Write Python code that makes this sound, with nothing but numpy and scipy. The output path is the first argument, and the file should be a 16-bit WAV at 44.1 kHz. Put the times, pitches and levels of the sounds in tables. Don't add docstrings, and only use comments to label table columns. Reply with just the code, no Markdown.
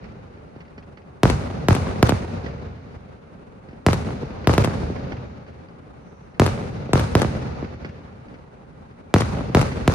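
import sys
import numpy as np
from scipy import signal
from scipy.fft import rfft, irfft, next_fast_len
from scipy.io import wavfile
from scipy.ndimage import uniform_filter1d

SR = 44100
rng = np.random.default_rng(int(sys.argv[2]) if len(sys.argv) > 2 else 0)


def digitize_waveform(pressure):
    field = np.atleast_2d(pressure).T
    bounded = np.clip(field, -1, 1)
    quanta = np.round(bounded * 32767).astype(np.int16)
    wavfile.write(sys.argv[1], SR, quanta)


N = 438354

# t/s, drive/dB, bearing/deg (positive right)
SHELLS = [(1.2329, 6, 3), (1.6850, 5, 13), (2.0276, 7.5, -12), (3.8645, 5.5, 1.5), (4.4723, 4.5, 13),
          (4.5798, 5, -10), (6.3969, 5.5, 4), (6.933, 4, 20.5), (7.1523, 6, -10), (9.1402, 6, 5),
          (9.5483, 5.5, 9.5), (9.8774, 5, -5)]

SIZE = next_fast_len(N + SR)
S = 1j * np.fft.rfftfreq(SIZE, 1 / SR)
LR = np.array([[1], [-1]])


def undb(db):
    return 10 ** (np.asarray(db) / 20)


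def through(x, response):
    return irfft(rfft(x, SIZE) * response, SIZE)[..., :N]


def resonance(hz, width_hz):
    return S * width_hz / (S * S + S * width_hz + hz * hz)


def dull(x, hz):
    pole = np.exp(-2 * np.pi * hz / SR)
    return signal.lfilter([(1 - pole) ** 2], [1, -2 * pole, pole ** 2], x)


def walk(rate_hz):
    hold = int(SR / rate_hz)
    steps = np.repeat(rng.standard_normal(N // hold + 1), hold)
    return 0.71 * uniform_filter1d(steps, hold)[:N]


def add(out, start_s, db, pan_db, wave, lag_ms=0):
    for channel, side in enumerate((1, -1)):
        i = min(int(round((start_s + side * lag_ms / 2000) * SR)), N)
        gain = undb(db + side * pan_db / 2)
        out[channel, i:i + len(wave)] += gain * wave[:max(N - i, 0)]


def blast(bright_hz=None, rough=0, thin=0, thin_hz=700, fade=2.0):
    push_ms, suction = 6.64, 4.55
    u = np.arange(SR // 25) / SR * 1000 / push_ms
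    pressure = (1 - u) * np.exp(-suction * u)
    crackle = rough * rng.standard_normal(len(u)) * np.exp(-fade * u)
    wave = pressure + crackle
    if bright_hz is None:
        return wave
    return dull(wave, bright_hz) - thin * dull(wave, thin_hz)


def rolling_db(db, deg):
    return db - 0.06 + 0.1943 * deg


def roll():
    # t/s, drive/dB, bearing/deg
    earlier = [(-1.12, 14.5, 0)]
    # f/Hz, near level/dB, near t60/s, town level/dB, town t60/s, night floor/dB, L-R correlation
    bands = [(34.8, -35, 0.55, -51, 1.6, -45, 0.91), (61.6, -26.5, 0.82, -32, 2.83, -50, 0.92),
             (111, -25.5, 0.45, -39.5, 2.5, -62, 1), (150, -29.5, 0.51, -34, 2.3, -52.5, .75),
             (344, -37, 0.18, -40, 2.3, -55.5, 0.32), (450, -26.5, 0.24, -39, 2.43, -56, 0.42),
             (648, -37, 0.45, -40.5, 2.52, -56.5, -0.3), (1010, -31, 0.45, -43, 2.4, -57, -0.32),
             (1770, -39.5, 0.77, -47, 2.94, -61.5, -0.022), (3270, -45, 0.86, -51, 2.58, -68.5, 0.018),
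             (5150, -39.5, 0.58, -49.5, 2.3, -71.5, 0.0047), (7770, -48, 0.88, -66.5, 1, -78, -0.18),
             (9760, -51.5, 0.81, -54.5, 1.08, -78.5, 0.53), (12700, -57, 0.4, -70, 0.68, -99, 1),
             (15500, -70, .3, -92, .6, -105, .6)]
    lumpy_hz = 1200
    near_rise_ms, town_rise_ms = 12, 151
    bursts = [*earlier, *SHELLS]
    t = np.arange(0, N, 32) / SR
    since_s = np.clip([t - row[0] for row in bursts], 0, None)
    power = undb([[2 * rolling_db(db, deg)] for _, db, deg in bursts])
    noise = rfft(rng.standard_normal((2, SIZE)))
    place = np.interp(np.log(S.imag + 1), np.log([row[0] for row in bands]), np.arange(len(bands)))
    arrivals_db = 2.64 * walk(60) + 0.55 * walk(13)
    out = 0
    for k, (hz, near_db, near_t60, town_db, town_t60, floor_db, like) in enumerate(bands):
        near_rise = (1 - np.exp(-since_s * 1000 / near_rise_ms)) ** 2
        town_rise = (1 - np.exp(-since_s * 1000 / town_rise_ms)) ** 2
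        near = near_rise * undb(2 * (near_db - 60 * since_s / near_t60))
        town = town_rise * undb(2 * (town_db - 60 * since_s / town_t60))
        envelope = np.sqrt(np.sum(power * (near + town), axis=0) + undb(2 * floor_db))
        crossfade = np.cos(np.pi / 2 * np.clip(place - k, -1, 1))
        band = irfft(noise * crossfade / (S.imag + 30), SIZE)[:, :N]
        mid, side = band / band.std() * np.sqrt((1 + np.clip(like, -1, 1) * LR) / 2)
        if hz < lumpy_hz:
            swells_db = arrivals_db + 1.52 * walk(9)
        else:
            swells_db = 0.85 * arrivals_db + 0.38 * walk(4.6)
        gain = np.interp(np.arange(N) / SR, t, envelope) * undb(swells_db)
        out = out + gain * (mid + LR * side)
    return out


def town_walls(count=45):
    first_db, t60_s = -20, 4.24
    out = np.zeros((2, N))
    thud = blast(1190, rough=0.86, thin=0.7, thin_hz=201)
    for s, db, deg in SHELLS:
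        for place, size, side in rng.random((count, 3)):
            late_s = .12 + 1.6 * place ** 1.4
            thud_db = rolling_db(db, deg) + first_db - 60 * late_s / t60_s - 12 * size
            add(out, s + late_s, thud_db, 5 * (side - .5), thud, side - .5)
    return out


def block(count=9):
    delay_s, spread_s, level_db = .22, .03, -24
    out = np.zeros((2, N))
    for s, db, deg in SHELLS:
        for late, size, side in rng.standard_normal((count, 3)):
            thud = blast(1400, rough=1.0, thin=0.5, thin_hz=250)
            thud_db = rolling_db(db, deg) + level_db + 1.6 * size
            add(out, s + delay_s + spread_s * late, thud_db, 1.5 * side, thud, 0.27 * side)
    return out


def hiss():
    # from/s, to/s, f/Hz, width of each of two cascaded resonances/Hz, level before swell and flutter/dB
    hisses = [(5.926, 6.382, 5850, 900, -68), (9.053, 9.157, 2350, 70, -62)]
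    out, t = 0, np.arange(N) / SR
    for start, end, hz, width_hz, db in hisses:
        swell = np.sin(np.pi * np.clip((t - start) / (end - start), 0, 1)) ** 0.64
        flutter = undb(2.8 * walk(36))
        band = through(rng.standard_normal((2, N)), resonance(hz, width_hz) ** 2)
        out = out + undb(db) * swell * flutter * band / band.std()
    return out


def pops(count=15):
    # t/s, crack drive/dB, thump drive/dB, crack left minus right/dB
    timed = [(0.0407, -49.5, -42, -17), (0.3705, -58, -28, -12), (0.561, -54, -24, -4),
             (0.604, -46, -34, -5), (0.7786, -42.5, -25.5, -3.0), (0.9716, -48, -30.5, -10.5),
             (2.441, -42, -24, -1.5), (2.461, -37, -26, -8), (3.685, -49, -29, -1), (3.709, -53, -34, 4),
             (3.7288, -58, -24.5, -1), (4.2301, -53, -11, -2.5), (4.3033, -51, -18.5, 15),
             (4.442, -42, -19, -10), (4.8994, -52, -9.5, -1.5), (4.9603, -48, -14.5, -21),
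             (5.1192, -36, -17.5, -7), (6.843, -56, -41, 4.0), (6.8917, -53, -11.5, 1.0),
             (7.6253, -68, -10.5, -8), (7.643, -45, -16, -14), (7.846, -36, -17.5, -4),
             (8.3401, -47.5, -31, 5), (9.4959, -55, -12, 2), (9.716, -34, -40, -5)]
    # f/Hz, width of each of two cascaded/Hz, relative level/dB
    modes = [(1860, 1500, 7.5), (4270, 1500, -2.5)]
    crack_ms, echo_ms, echo_db = 11, 46, -9.5
    faint_crack_db, faint_thump_db, spread_db = -54, -50, 8
    cracks, thumps = np.zeros((2, 2, N))
    ms = np.arange(SR // 20) / SR * 1000
    faint = []
    for when, crack, thump, side in rng.random((count, 4)):
        crack_db = faint_crack_db + spread_db * (crack - .5)
        thump_db = faint_thump_db + spread_db * (thump - .5)
        faint.append((when * N / SR, crack_db, thump_db, spread_db * (side - .5)))
    for s, db, thump_db, pan_db in [*timed, *faint]:
        puff = np.exp(-ms / crack_ms) * (1 - np.exp(-ms / 0.5))
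        first, echo = rng.standard_normal((2, len(ms))) * puff
        add(cracks, s, db, pan_db, first, .2)
        add(cracks, s + echo_ms / 1000, db + echo_db, -pan_db, echo - 0.95 * dull(echo, 3000))
        add(thumps, s, thump_db, 0, blast(1400, rough=.3))
    ring = sum(undb(db) * resonance(hz, width_hz) ** 2 for hz, width_hz, db in modes)
    ring = ring / (1 + (S.imag / 6500) ** 4)
    return undb(10.0) * through(cracks, ring) + undb(3.5) * through(thumps, resonance(363, 340))


def wall(deg, longest_ms, facing_deg, db, db_per_deg, edge_deg):
    delay_s = longest_ms / 1000 * np.cos(np.radians(deg - facing_deg))
    return delay_s, db + db_per_deg * min(deg, edge_deg)


def shells():
    # mean delay/ms, mean level re burst/dB, left minus right/dB, first low-pass f/Hz
    facades = [(25.95, -27, 6, 9600), (33.2, -24, -1, 3600), (37.7, -21.5, 2.5, 7700), (43.7, -17, 7, 8600),
               (59.9, -20, -8, 8000), (79.1, -12, 1, 2700)]
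    port_lag_ms, pan_db_per_deg = .35, 0.17
    ground_ms, ground_db = 3.0, -9
    out = np.zeros((2, N))
    for s, db, deg in SHELLS:
        lag_ms, pan_db = port_lag_ms * np.sin(np.radians(deg)), pan_db_per_deg * deg
        near_s, near_db = wall(deg, longest_ms=22.5, facing_deg=21.5, db=-2.5, db_per_deg=1.5, edge_deg=0)
        far_s, far_db = wall(deg, longest_ms=66.5, facing_deg=0, db=-7.5, db_per_deg=-0.11, edge_deg=24)
        side_s, side_db = wall(deg, longest_ms=96, facing_deg=0, db=-18, db_per_deg=-.9, edge_deg=5)

        direct = blast(rough=0.074, fade=2.7)
        ground = blast(9500, rough=0.29, thin=0.9, fade=3.4)
        near = blast(3500, rough=0.092, thin=0.37, thin_hz=248)
        far = blast(7000, rough=0.29, thin=0.8, thin_hz=470, fade=1.2)
        side = blast(2420, rough=0.11)
        add(out, s, db, pan_db, direct, lag_ms)
        add(out, s + ground_ms / 1000, db + ground_db, pan_db, ground, lag_ms)
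        add(out, s + near_s, db + near_db, 0, near, -.1)
        add(out, s + far_s, db + far_db, 5, far, -.1)
        add(out, s + side_s, db + side_db, -5.5, side, .1)

        for ms, echo_db, echo_pan_db, hz in facades:
            late, loud, lag = rng.standard_normal(3)
            wave = dull(blast(hz, rough=0.66, thin=0.65, fade=3.6), 10000)
            add(out, s + (ms + .8 * late) / 1000, db + echo_db + 1.9 * loud, echo_pan_db, wave, .3 * lag)
    return out


def scene():
    return roll() + town_walls() + block() + hiss() + pops() + shells()


def record(dry):
    crossover_hz = [76.5, 133, 265, 1200, 4500, 7000, 7000]
    # f/Hz, width/Hz, gain at centre/dB (positive is a slight peak)
    notches = [(4860, 220, 0.5), (7440, 140, -4)]
    bass_hz, bass_q = 98.9, 1.256
    shelf_from_hz, shelf_to_hz = 2310, 5320
    air_hz, top_hz = 13400, 16200
    bass_cut = S * S / (S * S + S * bass_hz / bass_q + bass_hz ** 2)
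    shelf = (1 + S / shelf_to_hz) / (1 + S / shelf_from_hz)
    response = bass_cut * shelf / (1 + (S.imag / air_hz) ** 8)
    for hz in crossover_hz:
        response = response * (1 - 2 * resonance(hz, np.sqrt(2) * hz))
    for hz, width_hz, db in notches:
        response = response * (1 - (1 - undb(db)) * resonance(hz, width_hz))
    top_cut = signal.ellip(8, .2, 70, top_hz, fs=SR, output="sos")
    return signal.sosfilt(top_cut, through(dry, response))


dry = scene()
out = record(dry)
digitize_waveform(out)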